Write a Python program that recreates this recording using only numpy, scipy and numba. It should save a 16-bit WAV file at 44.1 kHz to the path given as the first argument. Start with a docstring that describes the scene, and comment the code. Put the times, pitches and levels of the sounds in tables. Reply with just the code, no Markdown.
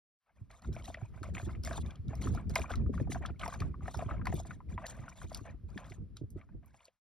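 """A dog laps water from a thin plastic tub outdoors, heard through the two microphone ports of a phone.
Out of silence a short fade opens on faint laps; breeze thumps soon join, as low swings with rough edges.
Each lap is ringing bubbles that plop, noise bursts and ticks of snapping films, slosh and fizzing spray.
The laps peak about 2.6 s in amid strong breeze rumble, and resonators ring the tub walls throughout.
Laps and breeze then thin out over a hush of filtered noise, and a short fade closes at about 7 s."""
import sys
import numpy as np
from scipy import signal
from scipy.fft import rfft, irfft, next_fast_len
from scipy.io import wavfile
from scipy.ndimage import uniform_filter1d
from numba import njit

SR = 44100
rng = np.random.default_rng(int(sys.argv[2]) if len(sys.argv) > 2 else 0)


def log_audio(samples):
    """Write samples as a 16-bit WAV file to the path given in sys.argv[1]."""
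    # one column per channel
    frames = np.atleast_2d(samples).T
    # limit to full scale, then quantise
    limited = np.clip(frames, -1, 1)
    pcm = np.round(limited * 32767).astype(np.int16)
    wavfile.write(sys.argv[1], SR, pcm)


N = 312228
T = np.arange(N) / SR

# tongue strokes through the water:
# (start [s], time from start to fall [s], slosh level [dB], spray level [dB])
TONGUE_STROKES = [(0.259, 0.014, -79.5, -100), (0.347, 0.076, -80.5, -86.5), (0.495, 0.054, -68.5, -67.5),
                  (0.614, 0.048, -66.5, -69.5), (0.718, 0.054, -62.5, -66.5), (0.831, 0.071, -61.5, -59.5),
                  (0.934, 0.12, -67.5, -75), (1.13, 0.065, -70, -76.5), (1.228, 0.017, -60, -62),
                  (1.335, 0.055, -58.5, -52.5), (1.445, 0.074, -59, -69), (1.63, 0.13, -56, -57),
                  (1.784, 0.039, -71.5, -68), (1.843, 0.069, -62, -75), (2.086, 0.24, -64.5, -72),
                  (2.207, 0.062, -59.5, -56), (2.332, 0.053, -58.5, -68), (2.493, 0.077, -58, -63),
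                  (2.535, 0.091, -51.5, -57), (2.691, 0.031, -55, -58.5), (2.925, 0.077, -64, -67.5),
                  (3.096, 0.058, -61.5, -58.5), (3.217, 0.063, -54.5, -74), (3.389, 0.16, -60.5, -61),
                  (3.585, 0.028, -54, -59), (3.812, 0.097, -64.5, -68.5), (3.934, 0.093, -59.5, -58),
                  (4.078, 0.042, -52.5, -69), (4.246, 0.054, -60, -68), (4.313, 0.079, -61.5, -59),
                  (4.448, 0.061, -62, -62.5), (4.685, 0.047, -64.5, -74), (4.784, 0.06, -59.5, -75),
                  (4.852, 0.054, -55, -58), (4.925, 0.19, -68.5, -69), (5.152, 0.095, -64.5, -67.5),
                  (5.292, 0.1, -63, -64), (5.434, .05, -63.5, -70), (5.679, 0.09, -67, -74),
                  (5.766, 0.032, -60.5, -65.5), (5.837, 0.088, -68, -66.5), (6.156, 0.0083, -75, -72),
                  (6.359, 0.045, -72, -83), (6.494, 0.026, -78, -100), (6.622, 0.07, -78, -83.5),
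                  (6.728, .14, -79.5, -76)]


def undb(db):
    """Decibels to linear gain."""
    return 10 ** (np.asarray(db) / 20)


def unit(x):
    """Scale to an rms of 1."""
    return x / np.sqrt(np.mean(x ** 2))


def curve(table):
    """Join the points of a (time, value) table into a line over the whole scene."""
    s, value = np.transpose(table)
    return np.interp(T, s, value)


def colour(x, points):
    """Shape the spectrum by (Hz, dB) points, falling steeply beyond the ends; rms 1."""
    below = (points[0][0] / 8, points[0][1] - 90)
    above = (points[-1][0] * 8, points[-1][1] - 90)
    hz, db = np.transpose([below, *points, above])
    f = np.fft.rfftfreq(N, 1 / SR) + 1
    gain = undb(np.interp(np.log(f), np.log(hz), db))
    return unit(irfft(rfft(x) * gain, N))


def walk(rate):
    """Random levels held 1 / rate s and smoothed twice over that time; spread near 1."""
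    k = int(SR / rate)
    held = np.repeat(rng.standard_normal(N // k + 1), k)
    return 1.3 * uniform_filter1d(uniform_filter1d(held, k), k)[:N]


@njit
def grains(n, start, hz, t60, size, rise, glide):
    """Damped tones that swell in `rise` s and bend in pitch by the fraction `glide` over their ring."""
    out = np.zeros(n)
    for g in range(len(start)):
        first = int(start[g] * SR)
        length, phase = int(t60[g] * SR) + 2, 0.
        for i in range(min(length, n - first)):
            phase += 2 * np.pi * hz[g] * (1 + glide[g] * i / length) / SR
            swell = 1 - np.exp(-(i / (rise * SR)) ** 2)
            decay = np.exp(-6.9078 * i / length)  # 60 dB over the ring
            out[first + i] += size[g] * swell * decay * np.sin(phase)
    return out


def bursts(s, db, hz, t60, width, rise):
    """Decaying puffs of noise in a bell-shaped band, `width` octaves each way from its centre."""
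    out = np.zeros(N + SR)
    for at, gain, centre, ring in zip(s, undb(db), hz, t60):
        n = next_fast_len(int(ring * SR) + 256)
        t = np.arange(n) / SR
        octaves = np.log2((np.fft.rfftfreq(n, 1 / SR) + 1) / centre)
        band = np.exp(-(octaves / width) ** 2)
        puff = unit(irfft(rfft(rng.standard_normal(n)) * band, n))
        envelope = (1 - np.exp(-t / rise)) * np.exp(-np.log(1000) * t / ring)
        first = int(at * SR)
        out[first:first + n] += gain * puff * envelope
    return out[:N]


def swarm(per_s, lo_hz, hi_hz, t60, scatter_db, glide):
    """Many small bubbles of random pitch and size; those that ring longer climb further; rms 1."""
    when, pitch, bulk, ring = rng.random((int(per_s * N / SR), 4)).T
    hz = lo_hz * (hi_hz / lo_hz) ** pitch
    size = undb(-scatter_db * np.log(1 - bulk))  # few large, many small
    return unit(grains(N, when * N / SR, hz, t60 * (.5 + ring), size, t60 / 8, glide * ring))


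def plops():
    """Trapped air rings as two bubbles that climb in pitch, each amid a short wet smack."""
    # tongue strokes that trap air: (time [s], big bubble relative level [dB], big bubble starting pitch [Hz],
    # small bubble relative level [dB], small bubble starting pitch [Hz])
    trapped_air = [(0.504, -51, 736, -55, 1950), (0.646, -44.5, 1070, -53, 1420),
                   (0.764, -37, 620, -46.5, 2320), (0.878, -34, 724, -54, 2530),
                   (0.9, -38.5, 670, -62, 1500), (0.945, -47, 610, -38.5, 1960),
                   (0.971, -39.5, 620, -58, 2500), (1.015, -44, 730, -68, 1570),
                   (1.176, -53, 694, -53.5, 1520), (1.231, -35.5, 1340, -45, 1530),
                   (1.287, -40, 565, -64, 2400), (1.35, -43, 1300, -40.5, 2360),
                   (1.368, -45, 720, -39.5, 1900), (1.38, -41, 720, -38.5, 2120),
                   (1.398, -37.5, 710, -43, 1560), (1.492, -39.5, 1280, -60, 1470),
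                   (1.55, -54, 1300, -50, 2070), (1.651, -57, 1060, -63, 1530),
                   (1.674, -36, 638, -39.5, 1740), (1.71, -29.5, 627, -39.5, 1540),
                   (1.778, -30, 850, -61, 2480), (2.131, -33.5, 630, -57, 1720),
                   (2.217, -52, 720, -43.5, 2080), (2.271, -33, 1260, -44.5, 1620),
                   (2.348, -34.5, 707, -57, 2300), (2.374, -34.5, 1350, -51, 1520),
                   (2.505, -47, 650, -56, 1550), (2.558, -23, 989, -23, 2116),
                   (2.562, -27.5, 647, -40, 1493), (2.586, -25.5, 635, -56.5, 2000),
                   (2.604, -45, 624, -54.5, 2000), (2.617, -53, 675, -39, 2360),
                   (2.64, -37, 1006, -52, 1620), (2.706, -34, 714, -60, 1480),
                   (2.737, -31.5, 1300, -42, 2130), (2.861, -48.5, 1190, -59.5, 1440),
                   (2.939, -40.5, 1060, -71, 1950), (2.978, -42, 1280, -44.5, 1410),
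                   (2.999, -33, 542, -47.5, 1740), (3.073, -40, 730, -64, 1670),
                   (3.119, -39, 725, -37, 2050), (3.147, -42, 940, -42, 1590),
                   (3.156, -28.5, 716, -52, 1560), (3.211, -42, 710, -69, 1680),
                   (3.251, -28.5, 1314, -39, 1620), (3.395, -44, 1110, -42, 3230),
                   (3.414, -40, 1280, -41.5, 3030), (3.434, -28.5, 1160, -35, 2010),
                   (3.46, -27, 925, -42, 1940), (3.478, -27, 676, -48, 2370), (3.524, -33, 1120, -65, 1510),
                   (3.602, -59, 664, -45, 2380), (3.619, -31.5, 1216, -45, 1660),
                   (3.741, -41.5, 1120, -80, 1630), (3.807, -48, 1180, -74, 1650),
                   (3.857, -38.5, 1280, -51, 1460), (3.88, -28.5, 725, -42, 1790),
                   (3.944, -29.5, 910, -47, 1470), (3.991, -31.5, 700, -48.5, 2400),
                   (4.022, -26.5, 650, -70, 1480), (4.09, -38.5, 1040, -57, 1430),
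                   (4.109, -33, 1240, -43.5, 1490), (4.193, -45, 1050, -74, 2040),
                   (4.214, -41.5, 1302, -48.5, 1610), (4.256, -41, 1250, -43, 1488),
                   (4.269, -25, 1022, -32, 2015), (4.325, -28.5, 723, -44, 1830),
                   (4.398, -34, 706, -76, 1640), (4.45, -41, 730, -59, 1790), (4.508, -33, 1417, -45, 1510),
                   (4.603, -43, 973, -65, 1920), (4.778, -27, 928, -42, 1970),
                   (4.841, -34.5, 650, -44, 1650), (5.08, -37, 1445, -60, 1530),
                   (5.216, -42.5, 1120, -49, 1480), (5.316, -36.5, 615, -60, 1472),
                   (5.453, -43.5, 660, -61, 2070), (5.776, -55, 1190, -39, 1745),
                   (5.848, -51, 1330, -55.5, 1760), (5.92, -45.5, 677, -47, 2150),
                   (6.167, -50.5, 1370, -61.5, 1510), (6.413, -55, 1162, -54.5, 2200),
                   (6.489, -58.5, 874, -63, 1480), (6.743, -49.5, 800, -61.5, 2270),
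                   (6.805, -55.5, 1010, -60, 2830), (6.881, -53, 520, -59, 2780)]
    s, big_db, big_hz, small_db, small_hz = np.transpose(trapped_air)
    big_climb, small_climb = rng.random((len(s), 2)).T
    big = grains(N, s, big_hz, 0.014 + 9 / big_hz, undb(big_db + 1.5), 0.002, 0.16 * big_climb)
    small = grains(N, s, small_hz, 30 / small_hz, undb(small_db + 5.0), 0.00045, 0.033 * small_climb)
    big_smack = bursts(s, big_db - 12.5, 0.94 * big_hz, np.full(len(s), .05), width=0.83, rise=0.001)
    small_smack = bursts(s, small_db - 7.0, small_hz, np.full(len(s), .04), width=0.63, rise=0.00068)
    return big + small + big_smack + small_smack


def snaps():
    """A droplet rings for a few cycles as the film tears, then spray dies away."""
    # water films that snap: (time [s], relative level [dB], starting pitch of the droplet [Hz])
    films = [(0.5123, -49, 4030), (0.6205, -51, 4250), (0.728, -49, 3880), (0.752, -50, 5550),
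             (0.823, -52, 3070), (0.856, -39, 3820), (0.942, -43.5, 3200), (1.2304, -41, 4240),
             (1.3498, -50, 3460), (1.417, -67, 4860), (1.6357, -37.5, 5000), (1.6486, -31, 5250),
             (1.6743, -39.5, 4950), (1.73, -40, 4060), (1.779, -44.5, 3470), (1.8618, -46, 3600),
             (1.907, -45.5, 3350), (1.956, -49, 3240), (2.082, -49.5, 3740), (2.153, -43.5, 5260),
             (2.222, -40.5, 4470), (2.349, -42, 4970), (2.4956, -39, 4940), (2.5551, -21, 5000),
             (2.595, -38.5, 5400), (2.717, -37, 3400), (2.756, -37.5, 4030), (3.107, -46, 6100),
             (3.2603, -33, 3350), (3.3953, -42.5, 4060), (3.4145, -58, 3170), (3.4785, -36, 5340),
             (3.547, -49, 4930), (3.603, -37, 4400), (3.972, -39, 5500), (4.255, -38.5, 4470),
             (4.2692, -36, 4400), (4.3407, -35, 10600), (4.966, -52, 6040), (5.085, -58, 5100),
             (5.23, -49, 5200), (4.8658, -31.5, 4490), (5.329, -47, 4600), (5.346, -26.5, 4690),
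             (5.3723, -37.5, 5950), (5.702, -57.5, 4700), (5.7772, -41, 3300), (5.843, -54, 3160),
             (5.899, -48, 4220), (6.1685, -39.5, 3840), (6.3036, -46.5, 7680), (6.6598, -51.5, 11140),
             (6.8534, -46, 4450)]
    s, db, hz = np.transpose(films)
    ticks = grains(N, s, hz, 45 / hz, undb(db), 0.00077, np.full(len(s), .05))
    tear = bursts(s, db - 7, 1.235 * hz, np.full(len(s), .018), width=1.0, rise=0.00043)
    spray = bursts(s, db - 20.5, hz, np.full(len(s), .09), width=0.8, rise=0.0049)
    return ticks + tear + spray


def stir():
    """Small bubbles slosh over a wet hiss and finer ones fizz in noise; both flicker within the strokes."""
    # spectrum of the fizzing spray: (frequency [Hz], level [dB])
    spray_colour = [(2500, -17), (3500, -1.5), (5200, -7), (7000, 5), (9500, -7.5), (12000, -14.5),
                    (15500, -15)]
    slosh_fall, spray_fall = 246, 331  # dB per s
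    slosh_db, spray_db = np.transpose(TONGUE_STROKES)[2:]
    hiss = colour(rng.standard_normal(N), [(550, 4.5), (1200, -10), (2700, -11)])
    slosh = swarm(450, 580, 2400, .02, 2.5, .18) + .7 * hiss
    mist = swarm(1500, 2500, 15500, .012, 2.3, .05) + .8 * rng.standard_normal(N)
    spray = colour(mist, spray_colour)
    slosh_flicker = undb(4.0 * walk(45))
    spray_flicker = undb(5.06 * walk(70))
    slosh = strokes(slosh_db, slosh_fall) * slosh_flicker * slosh
    return slosh + strokes(spray_db, spray_fall) * spray_flicker * spray


def strokes(db, fall_db_per_s):
    """Each stroke stirs the water up, holds, then lets it settle; powers add, and the gain is returned."""
    attack_s = .012
    power = np.zeros(N)
    for (start, hold, *_), gain in zip(TONGUE_STROKES, undb(db)):
        at = int(start * SR)
        t = T[:min(SR // 2, N - at)]
        rise = np.clip(t / attack_s, 0, 1)
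        fall = undb(-fall_db_per_s * np.clip(t - hold, 0, None))
        power[at:at + len(t)] += (gain * rise * fall) ** 2
    return np.sqrt(power)


def tub(x):
    """The thin walls ring with whatever strikes the water: one two-pole resonator per mode."""
    # wall modes: (frequency [Hz], relative level [dB], 60 dB decay time [s])
    modes = [(674.4, 2, 0.039), (1015, 0.5, 0.054), (1220, 2.5, 0.014), (2430, -5, 0.011),
             (2930, -45, 0.06)]
    out = 0
    for hz, db, t60 in modes:
        r = np.exp(-np.log(1000) / (t60 * SR))
        poles = [1, -2 * r * np.cos(2 * np.pi * hz / SR), r * r]
        out = out + undb(db) * (1 - r) * signal.lfilter([1, 0, -1], poles, x)
    return out


def breeze():
    """Air buffets the ports: rumble and single thumps, only partly alike left and right."""
    # strength of the breeze: (time [s], relative rumble level before its wander [dB])
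    strength = [(0.2, -109), (0.43, -49.5), (0.58, -74), (0.69, -47), (1.1, -54), (1.47, -44),
                (1.92, -49.5), (2.3, -41.5), (2.62, -41.5), (2.68, -57), (2.73, -41.5), (3.0, -40),
                (3.6, -48), (4.3, -41.5), (4.55, -51.5), (5.9, -55.5), (6.55, -53.5), (7.0, -92)]
    # spectrum of the rumble: (frequency [Hz], level [dB])
    rumble_colour = [(25, -28.5), (45, 4.5), (70, 6.5), (130, -1), (220, -6), (400, -20), (600, -33)]
    # single eddies that thump: (time [s], relative swing level [dB],
    # swing starting pitch before detune [Hz], relative rough edge level [dB])
    eddies = [(0.412, -37, 112, -73), (0.687, -48, 75, -44.5), (0.885, -41.5, 92, -50),
              (1.022, -31, 103, -55.5), (1.155, -41, 110, -65), (1.212, -36, 104, -47),
              (1.37, -44, 80.5, -53.5), (1.428, -31.5, 100, -52), (1.469, -33.5, 89, -39),
              (1.59, -33.5, 78, -57), (1.7, -40, 86, -45.5), (1.785, -32.5, 81.6, -44.5),
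              (1.992, -32.5, 97, -69), (2.076, -32, 131, -59), (2.105, -37, 91, -48),
              (2.257, -32.5, 112, -35.5), (2.36, -50, 80, -50), (2.497, -34.5, 63.6, -44),
              (2.6, -33.5, 70, -43), (2.709, -35, 62, -45), (2.861, -27, 80, -45), (2.894, -24, 272, -33),
              (3.008, -24, 137, -34.5), (3.094, -39, 61.6, -41), (3.204, -36.5, 72, -49),
              (3.3, -38, 74, -46.5), (3.452, -36, 158, -55), (3.606, -29.5, 111, -43),
              (3.699, -39, 73.6, -56), (3.83, -32, 73, -52.5), (3.963, -30, 106, -51),
              (4.059, -28, 105, -47.5), (4.111, -31, 68, -49), (4.294, -28, 99, -58),
              (4.337, -26.5, 167, -36), (4.425, -40, 70, -60), (4.492, -37.5, 151, -74),
              (4.678, -37.5, 80, -60.5), (4.741, -40, 99, -55.5), (4.99, -38, 110, -58),
              (5.239, -35, 86, -46.5), (5.412, -38.5, 113.5, -50), (5.542, -42, 63.8, -57),
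              (5.635, -37, 76, -63), (5.711, -42, 110, -63.5), (5.759, -33, 257, -45),
              (5.909, -42.5, 98.6, -53.5), (5.98, -44.5, 90, -57.5), (6.212, -33, 146, -43),
              (6.234, -33, 109, -49.5), (6.358, -38, 94.5, -45), (6.546, -39, 113, -51)]
    likeness = .52  # of the two ports: 0 unrelated, 1 identical
    s, db, hz, edge_db = np.transpose(eddies)
    level_db = curve(strength) + 3.68 * walk(22)
    pair = []
    # first what the ports share, then what sets them apart, a quarter cycle later
    for share, late_cycles in ((1 + likeness, 0), (1 - likeness, .25)):
        rumble = colour(rng.standard_normal(N), rumble_colour) * undb(level_db + 1.7 * walk(18))
        detune = 1 + 0.07 * rng.standard_normal(len(s))
        # the air in the port swings a few times, slowing down
        swing = grains(N, s + late_cycles / hz, hz * detune, 9 / hz, undb(db + 4.0), 0.0052,
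                       np.full(len(s), -.3))
        ring = np.full(len(s), .07)
        edge_noise = bursts(s, edge_db - 1.0, np.full(len(s), 290.), ring, width=0.67, rise=0.0015)
        # the edge tone plunges through zero frequency as it dies
        edge_tone = grains(N, s + late_cycles / 400, 400 * detune, ring, undb(edge_db + 5), 0.0031,
                           np.full(len(s), -1.6))
        pair.append(np.sqrt(share) * (rumble + swing + edge_noise + edge_tone))
    common, difference = pair
    return np.array([common + difference, common - difference])


def open_air():
    """A steady hush of coloured noise whose level swells early, then sinks."""
    # spectrum of the hush: (frequency [Hz], level [dB])
    air_colour = [(500, -6), (1200, 1.5), (3000, -8), (6000, -13), (12000, -17.5)]
    # slow level of the hush: (time [s], gain [linear])
    air_gain = [(.15, 0.017), (1.1, 0.15), (6.1, 0.072), (7.0, 0.029)]
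    # -62 dB scales the gain curve
    return undb(-62) * curve(air_gain) * colour(rng.standard_normal(N), air_colour)


def ports(x):
    """The phone body turns phase and balance between its two ports, half on each side."""
    # phase between the ports: (frequency [Hz], left lead [rad])
    port_phase = [(0, .4), (5500, .5), (6600, 2.8), (7400, 3.1), (8800, 2.1), (10400, .6), (12000, -.6),
                  (13800, -2.8), (16100, -2.6)]
    # balance between the ports: (frequency [Hz], left minus right [dB])
    port_balance = [(300, .5), (1200, 2.2), (4500, 1.0), (8000, 0.1)]
    f = np.fft.rfftfreq(N, 1 / SR)
    lead = np.interp(f, *np.transpose(port_phase))
    balance_db = np.interp(f, *np.transpose(port_balance))
    turn = np.exp(.5j * lead) * undb(balance_db / 2)
    return np.array([irfft(rfft(x) * turn, N), irfft(rfft(x) / turn, N)])


def scene():
    """Water, tub and open air reach both ports; the breeze acts on the ports directly."""
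    water = plops() + snaps() + stir()
    return ports(water + undb(-4) * tub(water) + open_air()) + breeze()


def record(dry):
    """Short fades from and to silence; a steep low-pass on the phone cuts the top."""
    top_hz, fade_s = 16200, 0.065
    gate = np.clip(np.minimum(T - .17, 7.01 - T) / fade_s, 0, 1)
    low_pass = signal.ellip(10, .2, 80, top_hz, fs=SR, output="sos")
    return signal.sosfilt(low_pass, dry * gate)


dry = scene()
out = record(dry)
log_audio(out)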